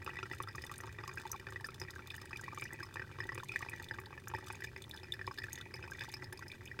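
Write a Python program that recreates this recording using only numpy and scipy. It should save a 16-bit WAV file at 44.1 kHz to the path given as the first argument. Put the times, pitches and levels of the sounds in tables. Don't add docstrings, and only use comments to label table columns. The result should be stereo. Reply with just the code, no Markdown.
import sys
import numpy as np
from scipy import signal
from scipy.fft import rfft, irfft, next_fast_len
from scipy.io import wavfile
from scipy.ndimage import uniform_filter1d

SR = 44100
rng = np.random.default_rng(int(sys.argv[2]) if len(sys.argv) > 2 else 0)


def output_pcm(signal):
    pcm = np.clip(np.atleast_2d(signal).T, -1, 1) * 32767
    wavfile.write(sys.argv[1], SR, np.round(pcm).astype(np.int16))


N = 299880
RING = np.arange(4096) / SR

# frequency in Hz, relative gain in dB.
RUMBLE_COLOUR = [(20, -15), (35, -34), (55, -9), (80, -0.5), (105, 1), (135, -3), (180, -12), (310, -15.5),
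                 (372, -6.5), (450, -19), (570, -22.5), (680, -28.5), (1500, -34), (4000, -44.5)]
HISS_COLOUR = [(500, -3), (3000, 16.5), (6000, 6.5), (10000, 2.5), (16000, -35)]

# centre in Hz before detuning, width in Hz,
# peak gain in dB over a unit impulse before the landing spot's scatter.
SERVER_MODES = [(374, 42, 16), (560, 100, 7), (890, 130, 11), (1122, 80, 11), (1310, 45, 5), (1382, 45, 5),
                (1580, 150, 4), (1748, 65, 9), (1880, 70, 7), (1955, 45, 14), (2332, 35, 15),
                (2435, 70, 10), (2514, 30, 19), (2980, 260, 4), (3555, 140, 13), (4820, 90, 6),
                (4930, 130, 13), (5115, 50, 18), (5372, 45, 11), (5945, 60, 13), (6500, 190, 14),
                (7200, 400, 2), (7730, 110, 4), (8350, 260, 7), (9300, 420, 3), (13000, 700, 3)]
SLOSH = .003

# time in seconds, level in dB before the patter and bead trims.
STREAM_LEVEL = [(0.0, -52), (0.09, -52.5), (0.64, -57.5), (1.19, -53), (1.61, -62), (1.87, -55),
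                (2.05, -57.5), (2.4, -55.5), (2.56, -54), (3.03, -58), (3.2, -57.5), (3.31, -54),
                (3.45, -67), (3.56, -51), (3.81, -54.5), (4.11, -57.5), (4.24, -60.5), (4.51, -51),
                (4.75, -61), (4.96, -57.5), (5.36, -62), (5.51, -54.5), (5.79, -56), (6.02, -52.5),
                (6.19, -57.5), (6.8, -58.5)]
# time in seconds, level in dB before the fizz trim.
FIZZ_LEVEL = [(0, -65.5), (0.3, -61.5), (0.48, -69), (0.62, -60.5), (0.83, -68), (1.05, -65), (1.32, -62.5),
              (1.6, -67.5), (2.25, -63.5), (2.55, -62), (2.8, -65), (3.42, -63), (3.56, -58), (4.2, -72.5),
              (4.55, -61), (4.85, -66.5), (5.5, -62), (5.83, -72), (6.08, -61), (6.3, -70.5), (6.8, -65.5)]
PATTER_TRIM_DB, BEADS_TRIM_DB, FIZZ_TRIM_DB = -5, -3, -0.5
# frequency in Hz, relative gain in dB.
PATTER_COLOUR = [(300, 29.5), (650, 12), (900, 10.5), (1300, -12), (1900, 15), (2500, 9), (3000, -10),
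                 (4000, 2), (8000, -22)]
FIZZ_COLOUR = [(1000, -18), (3000, 5), (4300, 12.5), (5100, -3), (6000, 3), (7500, 2), (11000, -3),
               (16000, 2)]
HAZE_COLOUR = [(1000, -31), (2800, -0.5), (4000, 0.5), (6500, -10.5), (9000, -14), (16000, -28)]
HAZE_DB, HAZE_GROWS = -65, 1.8
STIR, STIR_S = 0.32, 0.0025
LULL, LULL_S = 0.35, 0.005
SPLASH_LIFE_S, SPLASH_RANGE_DB = 0.0013, 29
# time in seconds, typical bubble pitch in Hz before scatter.
BEAD_PITCH = [(0, 1575), (1.5, 1450), (2.4, 1720), (6.8, 1823)]
BEAD_SCATTER_DB, BEAD_LIFE_S, BEAD_SPRAY_DB = 3.5, 0.00067, -13.5

# start in seconds, peak in dB before ping and snap trims, pitch in Hz.
POPS = [(0.045, -42.5, 12300), (0.348, -46, 6600), (0.4244, -37.5, 9300), (0.5557, -41, 6130),
        (0.619, -40.5, 4800), (0.6475, -43.5, 8800), (0.715, -42.5, 6400), (0.7802, -36, 8950),
        (0.8076, -42, 6440), (0.938, -61, 14000), (1.1368, -46, 7700), (1.1558, -47, 14300),
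        (1.3156, -26, 5910), (1.5047, -44, 6800), (1.667, -42.5, 9640), (1.7988, -38, 5440),
        (1.9045, -42, 4190), (1.9061, -41.5, 6570), (2.102, -40, 3470), (2.1636, -40.5, 13400),
        (2.2547, -47, 8380), (2.4112, -40, 6240), (2.546, -43, 6230), (2.61, -41.5, 8070),
        (2.639, -39.5, 5540), (2.7314, -40, 6930), (2.833, -48, 7200), (2.947, -51, 6400),
        (3.3462, -38, 6300), (3.398, -48, 3500), (3.4447, -45.5, 7160), (3.566, -51, 5900),
        (3.5903, -41, 6340), (3.696, -38, 8260), (3.886, -42.5, 3550), (3.937, -49, 3700), (4, -44, 13600),
        (4.058, -45, 3780), (4.2819, -34.5, 6400), (4.3854, -49, 9170), (4.463, -46.5, 6770),
        (4.525, -40.5, 8300), (4.606, -48.5, 6400), (4.8937, -44.5, 12800), (4.84, -45, 3470),
        (4.911, -37, 3730), (4.941, -47, 4200), (4.974, -43.5, 3450), (5.121, -28.5, 3520),
        (5.267, -41, 4300), (5.3755, -44.5, 4100), (5.385, -38.5, 3750), (5.53, -29.5, 6740),
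        (5.611, -40.5, 3540), (5.91, -42, 6330), (6.008, -45, 3300), (6.093, -47, 3740),
        (6.1167, -43.5, 6600), (6.2413, -42, 4300), (6.327, -40, 10500), (6.374, -42.5, 4540),
        (6.481, -40.5, 5100), (6.516, -42, 3650), (6.6548, -43.5, 6360), (6.675, -46.5, 2850)]
# peak in dB, most octaves either side.
POP_SWEEP = [(-42, .35), (-32, .16)]
POP_LIFE_S, PING_DB, SNAP_DB = 0.00142, -8, -7
LARGE_POP_HZ, LARGE_DB = 6470, 9.5

# start in seconds, peak in dB, bubble pitch in Hz, impact in dB, spray in dB
DROPS = [(0.063, -45, 1040, -47, -63), (0.076, -29, 1230, -52.5, -88), (0.091, -36.5, 1920, -53, -69),
         (0.133, -42.5, 1860, -61, -70), (0.147, -45, 1890, -60, -67), (0.168, -35.5, 1980, -60, -60),
         (0.187, -35, 2680, -62, -69), (0.229, -32.5, 1360, -47.5, -49), (0.313, -32.5, 1970, -55, -48),
         (0.333, -37.5, 1310, -57, -50), (0.402, -30, 1140, -47.5, -63), (0.474, -35, 1320, -68, -59),
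         (0.485, -40.5, 1980, -60, -43), (0.549, -37.5, 1198, -56.5, -49), (0.581, -36, 1900, -52.5, -61),
         (0.638, -36.5, 1940, -55, -51), (0.695, -40.5, 1920, -61, -72), (0.714, -36, 1180, -55, -92),
         (0.803, -42.5, 1920, -54, -71), (0.836, -38.5, 1240, -54, -56), (0.873, -44, 1270, -55, -59),
         (0.986, -38.5, 1930, -51, -72), (1.003, -57, 2040, -55.5, -60), (1.036, -39, 1200, -54, -50),
         (1.077, -37, 1100, -60, -47.5), (1.09, -41, 1100, -71, -48), (1.173, -33.5, 1624, -55, -47.5),
         (1.181, -36.5, 2560, -69, -66), (1.2528, -38, 870, -56, -63), (1.302, -48, 980, -73, -58),
         (1.33, -37.5, 1275, -53, -60), (1.341, -37.5, 1080, -68, -68), (1.349, -45, 805, -75, -68),
         (1.397, -42, 1940, -54.5, -52), (1.468, -34.5, 1750, -51.5, -52), (1.486, -39, 1460, -58, -81),
         (1.523, -43, 1220, -54, -67), (1.559, -30.5, 1885, -53.5, -58), (1.643, -31.5, 1750, -55, -38),
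         (1.687, -36, 1310, -53, -54), (1.815, -42, 1260, -45.5, -35.5), (1.883, -42, 1880, -66, -76),
         (1.96, -39, 1580, -57, -66), (1.992, -37, 1440, -54, -66), (2.104, -38.5, 2610, -78, -45.5),
         (2.141, -37.5, 1850, -86, -81), (2.18, -39, 1750, -77, -52), (2.216, -42.5, 1220, -58, -70),
         (2.308, -44, 1200, -65, -49), (2.33, -37, 2560, -56, -61), (2.359, -37.5, 2480, -75, -48.5),
         (2.394, -43, 1570, -65, -71), (2.436, -41, 1920, -55.5, -67), (2.48, -35.5, 1050, -75, -56),
         (2.523, -42, 1210, -66, -64), (2.575, -34, 1210, -54, -74), (2.621, -34.5, 2360, -48.5, -49),
         (2.654, -35.5, 1890, -75, -45.5), (2.706, -39, 1780, -68, -70), (2.726, -37, 2000, -78, -67),
         (2.789, -42, 1820, -61, -72), (2.804, -33.5, 1600, -78, -71), (2.829, -38.5, 1135, -65, -40),
         (2.957, -41.5, 1070, -50, -76), (2.969, -31.5, 1780, -54, -88), (2.995, -31.5, 1840, -50, -66),
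         (3.019, -35, 1560, -59, -56), (3.114, -40, 1490, -57.5, -68), (3.186, -43, 1060, -52, -61),
         (3.203, -28, 1850, -50, -43), (3.234, -37.5, 1900, -57, -68), (3.291, -28.5, 1856, -51.5, -63),
         (3.319, -42, 1090, -55, -50), (3.354, -48, 1950, -50, -62), (3.377, -41, 1880, -44.5, -59),
         (3.401, -34.5, 1460, -82, -72), (3.432, -37.5, 1026, -77, -72), (3.492, -33, 2520, -57, -71),
         (3.517, -36.5, 2490, -71, -48), (3.538, -40, 2320, -59, -51), (3.559, -28, 1790, -52.5, -51),
         (3.624, -35.5, 1910, -49.5, -63), (3.661, -44, 1960, -66, -62), (3.686, -40, 2480, -54, -60),
         (3.717, -43, 2490, -66, -69), (3.732, -39, 2010, -82, -104), (3.798, -37, 1870, -58, -90),
         (3.91, -28, 1750, -52, -50), (3.94, -43.5, 1530, -75, -66), (3.985, -39.5, 1160, -54, -78),
         (4.106, -45, 1550, -57, -70), (4.127, -41, 1180, -57.5, -75), (4.177, -40, 1770, -57, -55),
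         (4.273, -38.5, 1650, -57.5, -67), (4.3, -44, 1750, -55, -60), (4.314, -43, 1180, -55, -68),
         (4.337, -34.5, 900, -52, -56), (4.348, -31.5, 1830, -47, -46), (4.425, -48, 1900, -62, -71),
         (4.471, -43, 1240, -77, -70), (4.501, -33, 1460, -54, -64), (4.604, -41, 1650, -60, -53),
         (4.621, -36, 1820, -56.5, -61), (4.642, -31, 1750, -53.5, -45), (4.762, -34.5, 2070, -54, -49),
         (4.937, -40, 1710, -68, -68), (5.031, -48, 1610, -54, -47), (5.041, -46, 1490, -71, -61),
         (5.137, -38, 1760, -60, -48), (5.192, -40.5, 1844, -55, -72), (5.213, -31, 1750, -58, -53),
         (5.276, -29.5, 1050, -46.5, -58), (5.311, -38, 1090, -66, -48), (5.376, -46, 1680, -63, -56),
         (5.384, -33, 1750, -56, -42), (5.418, -38, 1865, -65, -49), (5.439, -32.5, 1750, -54, -72),
         (5.484, -37, 1660, -70, -69), (5.576, -38.5, 1860, -56, -53), (5.613, -43.5, 1490, -75, -79),
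         (5.74, -35, 2150, -51.5, -36.5), (5.826, -43, 2600, -55, -53), (5.838, -37.5, 1490, -52, -55),
         (5.918, -36, 1620, -61, -56), (5.934, -48, 2320, -75, -61), (5.984, -42, 1630, -72, -63),
         (6.008, -32.5, 1680, -52.5, -42), (6.017, -39, 1680, -50.5, -47), (6.138, -37, 2250, -53.5, -33.5),
         (6.222, -36.5, 2030, -59, -54), (6.325, -40, 1720, -56, -61), (6.391, -46, 1040, -72, -73),
         (6.424, -36, 1480, -66, -52), (6.517, -39, 2330, -78, -55), (6.714, -35, 1874, -77, -56),
         (6.79, -30, 1536, -45.5, -48)]
SATELLITE_S, SATELLITE_LAG_SCATTER, SATELLITE_DB = .025, .25, -11
SATELLITE_HZ, SATELLITE_PITCH_SCATTER = 1750, 0.196
GLIDE_PER_OCT, STEADY_HZ = 0.11, 1450
BUBBLE_LIFE_S, LIFE_SCATTER = 0.0019, .25
PINCH_S = 0.0077
PLINK_DB = -2
SLAP_DB, KNOCK_DB = 10.5, 5.5
THUD_HZ, THUD_S, THUD_DB = 111.2, 0.0067, 1
TINKLE_DB, TICK_DB = -3, -13.5

TOP_HZ = 15900


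def amp(db):
    return 10 ** (np.asarray(db) / 20)


def unit(x):
    return x / np.sqrt(np.mean(x ** 2) + 1e-20)


def curve(rows):
    s, value = np.transpose(rows)
    return np.interp(np.arange(N) / SR, s, value)


def coloured(x, points):
    size = next_fast_len(N + SR // 2)
    hz, db = np.transpose(points)
    bins_hz = np.fft.rfftfreq(size, 1 / SR)
    gain = amp(np.interp(np.log(bins_hz + 1), np.log(hz), db))
    return irfft(rfft(x, size) * gain, size)[:N]


def band(x, low_hz, high_hz):
    edges = np.clip([low_hz, high_hz], 1, SR / 2 - 1)
    return signal.sosfilt(signal.butter(2, edges, "band", fs=SR, output="sos"), x)


def placed(times, sounds):
    starts = np.round(np.maximum(times, 0) * SR).astype(int).reshape(-1, 1)
    at = starts + np.arange(sounds.shape[1])
    return np.bincount(at.ravel(), sounds.ravel(), N)[:N]


def spaced(shifts):
    count = len(shifts)
    return (np.arange(count)[:, None] + shifts) / count * N / SR


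def peaked(sounds, db):
    power = uniform_filter1d(sounds[:, :SR // 40] ** 2, SR // 1000, axis=1)
    return amp(db) * sounds / np.sqrt(2 * power.max(axis=1, keepdims=True) + 1e-20)


def swell(t, life):
    u = t / np.maximum(life, 1e-5)
    return u * np.exp(1 - u)


def bubble(t, hz, life, rise):
    glide = 1 + rise * np.tanh(t / np.maximum(life, 1e-5) / 2 - 1)
    return swell(t, life) * np.sin(2 * np.pi * np.cumsum(hz * glide, axis=1) / SR)


def server(count, direct, walls_db, size=8):
    hz, width, db = np.transpose(SERVER_MODES)[:, :, None]
    hz = hz * (1 + SLOSH * rng.standard_normal((size, len(SERVER_MODES), 1)))
    decay = 2 * np.pi * width / SR * np.exp(-np.pi * width * RING)
    modes = amp(db) * decay * np.cos(2 * np.pi * hz * RING)
    feeds = amp(3 * rng.standard_normal((size, count // size + 1, len(SERVER_MODES))))
    rings = rng.permutation((feeds @ modes).reshape(-1, len(RING)))[:count]
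    fade = amp(-60 * RING / .028)
    walls = rng.standard_normal((count, len(RING))) * fade / np.linalg.norm(fade)
    return direct * (RING == 0) + rings + amp(walls_db) * walls


def ringing(sounds, responses):
    return signal.fftconvolve(sounds, responses, axes=1)[:, :sounds.shape[1]]


def at_spots(grains, direct, walls_db):
    spots = server(count=40, direct=direct, walls_db=walls_db)[:, :SR // 12]
    picks = rng.integers(len(spots), size=len(grains))
    return signal.fftconvolve(grains, spots[picks], axes=1)


def room():
    rumble = amp(-54.5) * unit(coloured(rng.standard_normal(N), RUMBLE_COLOUR))
    hiss = amp(-74.5) * unit(coloured(rng.standard_normal(N), HISS_COLOUR))
    return rumble + hiss


def echo(x, t60):
    t = np.arange(SR // 4) / SR
    tail = rng.standard_normal(len(t)) * amp(-60 * t / t60) * (1 - np.exp(-t / 0.00073))
    return signal.fftconvolve(x, tail / np.linalg.norm(tail))[:N]


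def beads(count):
    t = RING[:SR // 80]
    when, size, pitch, span = rng.standard_normal((count, 4)).T[:, :, None]
    s = spaced(.3 * when)
    hz = np.interp(s, *np.transpose(BEAD_PITCH)) * np.exp(.2 * np.minimum(pitch, 1.5))
    life = BEAD_LIFE_S * 2 ** np.tanh(span / 2)
    blip = unit(bubble(t, hz, life, rise=0.16))
    spray_noise = swell(t, 0.0014) * rng.standard_normal((count, len(t)))
    spray = unit(band(spray_noise, 1950, 6200))
    level = amp(BEAD_SCATTER_DB * np.minimum(size, 1.5))
    grains = level * (blip + amp(BEAD_SPRAY_DB) * spray)
    vessel = server(count, direct=.3, walls_db=-17)
    return placed(s, signal.fftconvolve(grains, vessel, axes=1))


def droplets(hz, spread, life, size_db, direct, walls_db, count):
    when, size, pitch, span = rng.random((count, 4)).T[:, :, None]
    pitch_hz = hz * np.exp(spread * (2 * pitch - 1))
    lives = life * (.5 + span) * np.sqrt(hz / pitch_hz)
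    grains = bubble(RING[:SR // 100], pitch_hz, lives, rise=.08)
    level = amp(size_db * size ** 3)
    return placed(spaced(3 * when - 1), level * at_spots(grains, direct, walls_db))


def splashes(count):
    when, size = rng.random((count, 2)).T[:, :, None]
    t = RING[:SR // 80]
    puffs = swell(t, SPLASH_LIFE_S) * rng.standard_normal((count, len(t)))
    level = amp(SPLASH_RANGE_DB * size ** 3)
    return placed(spaced(3 * when - 1), level * at_spots(puffs, direct=.25, walls_db=-14))


def stream():
    stream_db = curve(STREAM_LEVEL)
    fizz_db = curve(FIZZ_LEVEL) + FIZZ_TRIM_DB
    s, db = np.transpose(DROPS)[:2, :, None]
    stirred = 1 + STIR * unit(placed(s, np.sqrt(amp(db)) * swell(RING, STIR_S)))
    necking = placed(N / SR - s, swell(RING, LULL_S) * np.ones_like(s))[::-1]
    flow = stirred * (1 - np.clip(LULL * necking, 0, 1))

    bubbles = droplets(hz=1900, spread=.7, life=.0004, size_db=12, direct=.3, walls_db=-14, count=800)
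    patter = amp(stream_db + PATTER_TRIM_DB) * unit(flow * coloured(bubbles, PATTER_COLOUR))
    train = amp(stream_db + BEADS_TRIM_DB) * unit(flow * beads(count=440))
    fizz = amp(fizz_db) * unit(flow * coloured(splashes(count=640), FIZZ_COLOUR))
    haze_db = HAZE_DB + HAZE_GROWS * (fizz_db - fizz_db.max())
    haze = amp(haze_db) * unit(coloured(rng.standard_normal(N), HAZE_COLOUR))
    return train + patter + haze + fizz


def pops():
    s, db, hz = np.transpose(POPS)[:, :, None]
    vessel = server(len(s), direct=.4, walls_db=-6)
    large_db = LARGE_DB * np.maximum(np.log2(LARGE_POP_HZ / hz), 0)
    octaves = np.interp(db, *np.transpose(POP_SWEEP)) * np.tanh(RING / POP_LIFE_S - 1)
    sweep_hz = np.minimum(hz * 2 ** octaves, SR / 2)
    chirp = swell(RING, POP_LIFE_S) ** 2 * np.sin(2 * np.pi * np.cumsum(sweep_hz, axis=1) / SR)
    ping = peaked(ringing(chirp, vessel), db + PING_DB + large_db)
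    film = band(swell(RING, .001) * rng.standard_normal(vessel.shape), 6600, 16000)
    snap = peaked(ringing(film, vessel), db + SNAP_DB - large_db)
    return placed(s, ping + snap)


def drips():
    s, db, hz, impact_db, spray_db = np.transpose(DROPS)
    lag, pitch = rng.standard_normal((len(s), 2)).T
    satellites = [s + SATELLITE_S * np.exp(SATELLITE_LAG_SCATTER * lag),
                  db + SATELLITE_DB,
                  SATELLITE_HZ * np.exp(SATELLITE_PITCH_SCATTER * pitch),
                  impact_db + SATELLITE_DB,
                  spray_db + SATELLITE_DB]
    return np.hstack([np.transpose(DROPS), satellites])[:, :, None]


def drops():
    s, db, hz, impact_db, spray_db = drips()
    vessel = server(len(s), direct=.6, walls_db=-10)

    life = BUBBLE_LIFE_S * np.sqrt(STEADY_HZ / hz) * np.exp(LIFE_SCATTER * rng.standard_normal(s.shape))
    rise = GLIDE_PER_OCT * np.log2(hz / STEADY_HZ)
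    trapped = bubble(RING, hz, life, rise) / (1 + RING / PINCH_S)
    plink = peaked(ringing(trapped, vessel), db + PLINK_DB)

    hit = band(swell(RING, .0009) * rng.standard_normal(vessel.shape), 900, 2500)
    slap = peaked(ringing(hit, vessel), impact_db + SLAP_DB)

    push = band(swell(RING, 0.00019), 344, 504) * np.ones_like(s)
    knock = peaked(ringing(push, vessel), impact_db + KNOCK_DB)

    thud = amp(impact_db + THUD_DB) * swell(RING, THUD_S) * np.sin(2 * np.pi * THUD_HZ * RING)

    spray = swell(RING, .001) * rng.standard_normal(vessel.shape)
    tinkle = peaked(ringing(band(spray, 4800, 5500), vessel), spray_db + TINKLE_DB)
    tick = peaked(ringing(band(spray, 4500, 13000), vessel), spray_db + TICK_DB)
    landing = s + 0.0025 * rng.random(s.shape)
    return placed(s, plink + slap + knock + thud) + placed(landing, tinkle + tick)


def scene():
    coffee = stream() + pops() + drops()
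    mono = coffee + amp(-7) * echo(coffee, t60=0.038) + room()
    return np.array([mono, mono])


def record(dry):
    size = next_fast_len(N + SR // 2)
    kept = np.fft.rfftfreq(size, 1 / SR) < TOP_HZ
    return irfft(rfft(dry, size) * kept, size)[:, :N]


dry = scene()
out = record(dry)
output_pcm(out)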